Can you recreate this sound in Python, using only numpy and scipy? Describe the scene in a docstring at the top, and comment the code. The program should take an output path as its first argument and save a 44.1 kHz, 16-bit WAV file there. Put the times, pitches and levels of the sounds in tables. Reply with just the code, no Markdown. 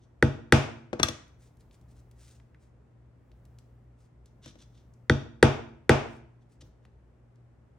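"""Punching leather at the workbench

A close stereo microphone in a small room, over a low hum. A rawhide mallet drives a steel stitching
iron through leather: two knocks, the mallet clatters down on the left, fingers shift the leather and
reset the iron; three more knocks, and the iron is drawn out. Each knock rings mallet, iron and wooden
bench, and the hardest briefly push the microphone's limiter down."""
import sys
import numpy as np
from scipy import signal
from scipy.fft import rfft, irfft
from scipy.io import wavfile
from scipy.ndimage import uniform_filter1d, minimum_filter1d

SR = 44100
rng = np.random.default_rng(int(sys.argv[2]) if len(sys.argv) > 2 else 0)


def pcm_store(signal):
    """Save signal as 16-bit PCM."""
    levels = np.round(np.clip(np.atleast_2d(signal), -1, 1) * 32767)
    wavfile.write(sys.argv[1], SR, levels.astype(np.int16).T)


N = 343098
TIME, FREQS = np.arange(N) / SR, np.fft.rfftfreq(N, 1 / SR)
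RING_TIME = np.arange(SR * 3 // 4) / SR

# Levels are relative, ahead of the mix gains.
# Mains hum of a distant motor. Each row: frequency in Hz, level in dB.
MOTOR_HUM = [(59.5, -64.5), (119.5, -57.5), (236, -75)]
# The room's decay. Each row: frequency in Hz, seconds to fall 60 dB.
ROOM_T60 = [(100, 0.9), (300, .55), (700, 0.5), (2000, 0.55), (5000, 0.45), (9000, 0.43), (15000, 0.21)]
# Strength of the reflections. Each row: frequency in Hz, level in dB.
ROOM_DB = [(60, -17), (200, -13.5), (400, -9), (800, -5.5), (1700, -9.5), (3000, -9), (6000, -6),
           (9000, -12.5), (14000, -15.5)]
# Diffuse sound at the microphone. Each row: frequency in Hz, left-right likeness from 0 to 1.
COHERENCE = [(60, 1), (250, 0.64), (600, 0.33), (1500, 0.24), (4000, .1), (16000, .05)]
# Spectra of noises and contacts. Each row: frequency in Hz, spectral density in dB.
AIR_SPECTRUM = [(20, -27), (40, -16), (60, 0.5), (80, -6), (100, -9.5), (125, -10.5), (160, -11),
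                (210, -14.5), (400, -18), (1000, -28.5), (2000, -36.5), (4000, -49.5), (8000, -52),
                (16000, -70)]
RUMBLE_SPECTRUM = [(20, -26.5), (40, -13), (58, 2.5), (85, -8), (130, -13), (300, -23), (1000, -35.5),
                   (4000, -56)]
LEATHER_SPECTRUM = [(600, -33), (1400, 4.5), (3000, 1.5), (6000, 4.5), (9000, 4.5), (12000, -9), (16000, 1)]
GRIP_SPECTRUM = [(600, -26), (1200, -8), (2500, -8.5), (3500, 0), (4200, -4), (5100, -7.5), (5850, -1.5),
                 (7000, -10), (9000, -12), (12000, -27.5), (16000, -25)]
CLACK_SPECTRUM = [(80, -28.5), (200, -5), (400, -0.5), (850, -7), (1200, -2), (2200, -5), (3500, -8.5),
                  (5000, -13), (6000, -10.5), (9000, -18.5), (12000, -26.5), (16000, -33.5)]
SNAP_SPECTRUM = [(200, -16), (800, 1), (2500, 2.5), (4000, -1.5), (5500, -4.5), (7000, -8), (8700, -0.5),
                 (10500, -9.5), (12000, -9), (13500, -25.5), (15500, -18.5)]
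CRACK_SPECTRUM = [(100, -23), (350, -0.5), (700, 1), (1100, -3.5), (1600, -2), (2500, -3), (4000, -15),
                  (5500, -15.5), (7000, -18.5), (9000, -22), (12000, -28.5), (13500, -38.5), (15500, -33)]
# Modes of the struck parts. Each row: frequency in Hz, level in dB, seconds to fall 60 dB.
BENCH_MODES = [(62, -19.5, 0.21), (88, -11.5, .12), (108.7, -21.5, 0.27), (134.9, -11.5, 0.19),
               (214.5, -26.5, .14), (229.9, -14.5, 0.17), (283.2, -19, 0.18), (334.7, -18.5, 0.3),
               (370, -21.5, 0.044), (496, -19.5, 0.14), (619, -16.5, .05), (680, -27, 0.028),
               (792, -26.5, 0.079)]
HEAD_MODES = [(1300, -9.5, 0.012), (1477, -9, 0.023), (1656, -5, .011), (1948, -7, .017), (2360, -16, .009)]
HANDLE_MODES = [(1206, -8, 0.058), (2670, -16.5, 0.12), (3405, -4.5, 0.051), (3645, -7, 0.0067),
                (4138, -3, 0.017), (5800, -1, .028)]
IRON_MODES = [(3250, -8, .02), (3620, -2, 0.012), (4470, -6.5, 0.009), (5760, -7.5, .009),
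              (6900, -12, 0.0044)]
PUNCH_MODES = [(350, -4, 0.015), (466, 1, 0.014), (910, -14, 0.025)]  # the prongs punching down
# Hand movements. Each row: time of the peak in seconds, length in seconds, level in dB.
BENCH_LEANS = [(1.8, 1.77, -57.5), (3.5, 0.96, -59), (4.7, 1.3, -60), (6.66, 0.11, -54)]
LEATHER_SLIDES = [(1.44, .14, -69), (1.61, 0.048, -71.5), (1.74, 0.065, -69.5), (1.905, .07, -72),
                  (1.98, 0.094, -71), (2.265, 0.27, -63), (2.635, 0.13, -75), (4.02, .13, -76),
                  (6.12, .18, -69.5), (6.525, 0.093, -75)]  # on the mat or along the prongs
SKIN_RUBS = [(.025, .11, -72.5), (4.275, .08, -78), (4.466, .115, -52.5), (4.612, 0.08, -58.5),
             (4.77, .18, -71), (6.42, .045, -77), (6.835, .05, -78)]  # on handle and iron
# Ticks on the leather. Each row: start in seconds, level in dB, centre in Hz, width in octaves.
LEATHER_TICKS = [(1.279, -65, 6900, 1), (1.569, -65, 7000, 1), (1.607, -62, 4970, 1),
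                 (1.7107, -58.5, 3000, 0.57), (1.743, -60, 3970, 1), (1.812, -65, 6000, 1),
                 (2.1122, -56.5, 5020, 1.9), (2.3986, -58.5, 2000, 0.6), (2.5455, -54.5, 1785, 0.34),
                 (3.3157, -61.5, 2500, 0.81), (3.452, -58, 6130, 2.8), (3.586, -53, 4500, 0.88),
                 (4.2579, -56.5, 5600, 0.77), (4.9368, -62.5, 6497, 0.39), (6.711, -82, 11000, .6),
                 (6.8513, -54, 1500, 0.8), (7.357, -70.5, 5000, .6)]
# The mallet laid down or picked up. Each row: start in seconds, bench thump in dB, its tilt in dB per
# octave, handle ring in dB, clack in dB, its tilt in dB per octave.
MALLET_CONTACTS = [(0.9299, -25, 7, -51, -20.5, -5.5), (0.9924, -29, 1.5, -51, -32.5, -4.5),
                   (0.9972, -19, -1, -35.5, -16.5, -4.5), (1.0303, -17, -0.5, -13.5, -13, 1),
                   (1.0849, -21.5, 1.5, -26.5, -26.5, 1), (4.459, -33.5, 0, -53, -45.5, 0.5),
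                   (4.555, -45, 1.5, -67.5, -50.5, -3.5)]
# Mallet on iron. Each row: start in seconds, bench thump in dB, its tilt (hardness) in dB per octave,
# then punch, head, iron, snap and crack in dB, crack tilt in dB per octave, brief sub-bass thud in dB.
MALLET_BLOWS = [(0.2251, -2, -1, -3.5, -0.5, -22, -24, -17, -1, -58),
                (0.523, 1, -1, -3.5, 0.5, -17, -11, -3.5, -0.5, -28.5),
                (5.0968, -2.5, -1.5, -6, -0.5, -13.5, -24, -17.5, -1, -65),
                (5.4274, 0.5, -0.5, 4.5, 1, -12.5, -13, -3, -2.5, -28.5),
                (5.8935, -1, 0, 1.5, -1, -19.5, -14.5, -1.5, -2.5, -34.5)]


def amp(db):
    """Decibels to gain."""
    return 10 ** (np.asarray(db) / 20)


def unit_rms(x):
    """Scales to rms 1."""
    return x / np.sqrt(np.mean(x ** 2) + 1e-20)


def curve_at(points, hz):
    """Reads a curve on a log-frequency axis."""
    f, value = np.transpose(points)
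    return np.interp(np.log(hz + 1), np.log(f + 1), value)


def add(mix, s, sound):
    """Mixes a sound in at s seconds."""
    part = mix[round(s * SR):][:len(sound)]
    part += sound[:len(part)]


def coloured(x, spectrum):
    """Gives noise a spectrum, at rms 1."""
    return unit_rms(irfft(rfft(x) * amp(curve_at(spectrum, FREQS)), N))


def drift(rate_hz):
    """A random wander of rms 1."""
    return unit_rms(np.interp(TIME * rate_hz, np.arange(4096), rng.standard_normal(4096)))


def strokes(rows, rise_share=.45, speed_power=1.4):
    """Level over time: each movement speeds up, then slows, and loudness is a power of its speed."""
    level = np.zeros(N)
    for s, length, db in rows:
        corners = [s - rise_share * length, s, s + (1 - rise_share) * length]
        speed = np.sin(np.pi / 2 * np.interp(TIME, corners, [0, 1, 0]))
        level += amp(db) * speed ** speed_power
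    return level


def ring(modes, rise_cycles, lag_cycles=0, tilt_db=0, pivot_hz=170):
    """Modes swell and die away; neighbours swing in opposite senses, so their sum peaks late."""
    out = np.zeros(len(RING_TIME))
    for k, (hz, db, t60) in enumerate(modes):
        t = np.maximum(RING_TIME - lag_cycles / hz, 0)
        swell = 1 - np.exp(-t * hz / rise_cycles)
        fade = amp(db + tilt_db * np.log2(hz / pivot_hz) - 60 * t / t60)
        out -= (-1) ** k * fade * swell * np.sin(2 * np.pi * hz * t)
    return out


def burst(colour_db, t60, rise_s=0.00035, size=8192):
    """A contact scattered over a few milliseconds, with the spectrum colour_db(hz)."""
    t, hz = RING_TIME[:size], np.fft.rfftfreq(size, 1 / SR) + 1
    onset = 1 - np.exp(-t / rise_s)
    fade = amp(-60 * t / t60) * onset
    scatter = rfft(rng.standard_normal(size) * fade)
    contact = (irfft(scatter / abs(scatter) * amp(colour_db(hz))) * onset)[:size // 2]
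    return contact * np.linalg.norm(fade) / np.linalg.norm(contact)


def diffuse_noise(size):
    """Noise reaching the microphone from all sides: left and right alike in bass, apart in treble."""
    left, unrelated = rfft(rng.standard_normal((2, size)))
    likeness = curve_at(COHERENCE, np.fft.rfftfreq(size, 1 / SR))
    right = likeness * left + np.sqrt(1 - likeness ** 2) * unrelated
    return irfft(np.array([left, right]), size)


def placed(x, left_db, shadow_hz, lag_s):
    """Direct sound: lag_s later on the right, and up to left_db louder on the left above shadow_hz."""
    shade = amp(left_db / 2 * FREQS / (FREQS + shadow_hz))
    delay = np.exp(-2j * np.pi * FREQS * lag_s)
    return irfft(rfft(x) * np.array([shade, delay / shade]), N)


def room_tone(air_db=-60.5, waver=.3, wander_rad=0.77):
    """Low steady room noise and the wavering hum of a distant motor."""
    tone = amp(air_db) * coloured(diffuse_noise(N), AIR_SPECTRUM)
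    for hz, db in MOTOR_HUM:
        level = amp(db) * (1 + waver * drift(rate_hz=7))
        tone += level * np.sin(2 * np.pi * hz * TIME + wander_rad * drift(rate_hz=1.5))
    return tone


def reflections(feed, gap_s=0.0035, early_db=3, early_s=0.09):
    """Dense reflections off near walls, stronger at first; each band dies at its own speed."""
    hz, t, bands = signal.stft(diffuse_noise(SR), SR, nperseg=256)
    t60 = curve_at(ROOM_T60, hz)[:, None]
    fade = amp(curve_at(ROOM_DB, hz)[:, None] - 60 * t / t60 + early_db * np.exp(-t / early_s))
    equal_energy = np.sqrt(np.log(1e6) / (t60 * SR))
    tail = signal.istft(bands * fade * equal_energy, SR, nperseg=256)[1]
    tail *= 1 - np.exp(-(np.arange(tail.shape[1]) / SR / gap_s) ** 4)
    return signal.fftconvolve(feed[None], tail, axes=1)[:, :N]


def bench_rumble():
    """The bench stirs faintly under the pressing hands."""
    return strokes(BENCH_LEANS) * coloured(rng.standard_normal(N), RUMBLE_SPECTRUM)


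def friction(rows, spectrum, gain_db, clump_db, grain_db=1.0):
    """Leather or skin sliding: dense tiny slips of uneven size, clumped under each stroke."""
    slips = rng.standard_normal(N) * (rng.random(N) < .2)
    slips *= amp(grain_db * np.minimum(rng.exponential(1, N), 4))
    slips *= amp(clump_db * drift(rate_hz=130))
    return amp(gain_db) * strokes(rows) * coloured(slips, spectrum)


def ticks(t60=0.021):
    """Prongs and fingernails tick on leather: small dead clicks, each with one broad spectral hump."""
    out = np.zeros(N)
    for s, db, centre_hz, octaves in LEATHER_TICKS:
        click = burst(lambda hz: -10 * np.log10(1 + (np.log2(hz / centre_hz) / octaves) ** 4), t60)
        add(out, s, amp(db) * click)
    return out


def iron_pull(start_s=6.603, length_s=0.028, slips_per_s=4000, scrape_db=-60.5,
              thump_s=6.62, thump_db=-38):
    """The prongs scrape out of the leather; the bench bumps as the load comes off."""
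    slips, size = np.zeros(N), int(length_s * SR)
    grains = rng.standard_normal(size) * (rng.random(size) < slips_per_s / SR)
    add(slips, start_s, grains * np.hanning(size))
    out = amp(scrape_db) * np.sqrt(size / N) * coloured(slips, GRIP_SPECTRUM)
    add(out, thump_s, amp(thump_db) * ring(BENCH_MODES, rise_cycles=0.53, tilt_db=-1.5))
    return out


def mallet_clatter(clack_t60=0.025, handle_room_db=-9, clack_room_db=3):
    """Soft head, then hard handle, meet the bench and bounce. Returns close sound and room feed."""
    thump, handle, clack = np.zeros((3, N))
    for s, thump_db, hard_db, handle_db, clack_db, tilt_db in MALLET_CONTACTS:
        add(thump, s, amp(thump_db) * ring(BENCH_MODES, rise_cycles=.35, tilt_db=hard_db))
        add(handle, s, amp(handle_db) * ring(HANDLE_MODES, rise_cycles=.8))
        hit = burst(lambda hz: curve_at(CLACK_SPECTRUM, hz) + tilt_db * np.log2(hz / 1000), clack_t60)
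        add(clack, s, amp(clack_db) * hit)
    return thump + handle + clack, thump + amp(handle_room_db) * handle + amp(clack_room_db) * clack


def crack(tilt_db, size=512):
    """The blow as sent out into the room in all directions: one pulse of set energy."""
    hz = np.fft.rfftfreq(size, 1 / SR) + 1
    colour_db = curve_at(CRACK_SPECTRUM, hz) + tilt_db * np.log2(hz / 1000)
    pulse = np.roll(irfft(amp(colour_db)), 64)
    return 8 * pulse / np.linalg.norm(pulse)


def mallet_knocks(snap_t60=0.013, knock_room_db=-10, iron_room_db=-6, thud_hz=24, thud_t60=.09):
    """Head snaps on iron, both ring, prongs punch, the bench booms. Returns close sound and room feed."""
    close, feed = np.zeros((2, N))
    for (s, thump_db, hard_db, punch_db, head_db, iron_db,
         snap_db, crack_db, tilt_db, thud_db) in MALLET_BLOWS:
        head = amp(head_db) * ring(HEAD_MODES, rise_cycles=0.94)
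        punch = amp(punch_db) * ring(PUNCH_MODES, rise_cycles=0.59, lag_cycles=0.65)
        iron = amp(iron_db) * ring(IRON_MODES, rise_cycles=0.98)
        boom = amp(thump_db) * ring(BENCH_MODES, rise_cycles=0.98, tilt_db=hard_db)
        sub_thud = ring([(thud_hz, thud_db, thud_t60)], rise_cycles=.2)  # under the hardest knocks
        add(close, s, head + punch + iron + boom + sub_thud)
        add(close, s, amp(snap_db) * burst(lambda hz: curve_at(SNAP_SPECTRUM, hz), snap_t60))
        add(feed, s, amp(knock_room_db) * (head + punch) + amp(iron_room_db) * iron + boom)
        add(feed, s, amp(crack_db) * crack(tilt_db))
    return close, feed


def scene():
    """The work lies straight in front of the microphone; the mallet rests off to the left."""
    knocks, knocks_feed = mallet_knocks()
    clatter, clatter_feed = mallet_clatter()
    leather = friction(LEATHER_SLIDES, LEATHER_SPECTRUM, gain_db=0.5, clump_db=1.5)
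    skin = friction(SKIN_RUBS, GRIP_SPECTRUM, gain_db=-4.0, clump_db=2.0)
    hands = ticks() + iron_pull() + leather + skin
    in_front = placed(knocks + hands, left_db=0.0, shadow_hz=2500, lag_s=2.8e-5)
    off_left = placed(clatter, left_db=10, shadow_hz=1500, lag_s=2.25e-4)
    room = reflections(amp(1.41) * knocks_feed + amp(-4.5) * clatter_feed + amp(-1.0) * hands)
    balance = amp([[.45], [-.45]])  # the left channel is a touch louder
    return (in_front + off_left + room + room_tone() + bench_rumble()) * balance


def record(dry, low_cut_hz=38, ceiling_db=-.5, recover_db_per_s=1800, top_hz=16500):
    """The microphone's chain: low cut, a fast peak limiter on the hardest knocks, then a band limit."""
    dry = signal.sosfilt(signal.butter(2, low_cut_hz, "highpass", fs=SR, output="sos"), dry)
    over_db = np.maximum(20 * np.log10(abs(dry).max(0) + 1e-9) - ceiling_db, 0)
    recovery_db = TIME * recover_db_per_s
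    cut_db = np.maximum.accumulate(over_db + recovery_db) - recovery_db
    gain = amp(uniform_filter1d(minimum_filter1d(-cut_db, size=31), size=31))  # dips ahead of a peak
    lowpass = signal.firwin(511, top_hz, window=("kaiser", 9), fs=SR)
    return signal.oaconvolve(dry * gain, lowpass[None], "same")


dry = scene()
out = record(dry)
pcm_store(out)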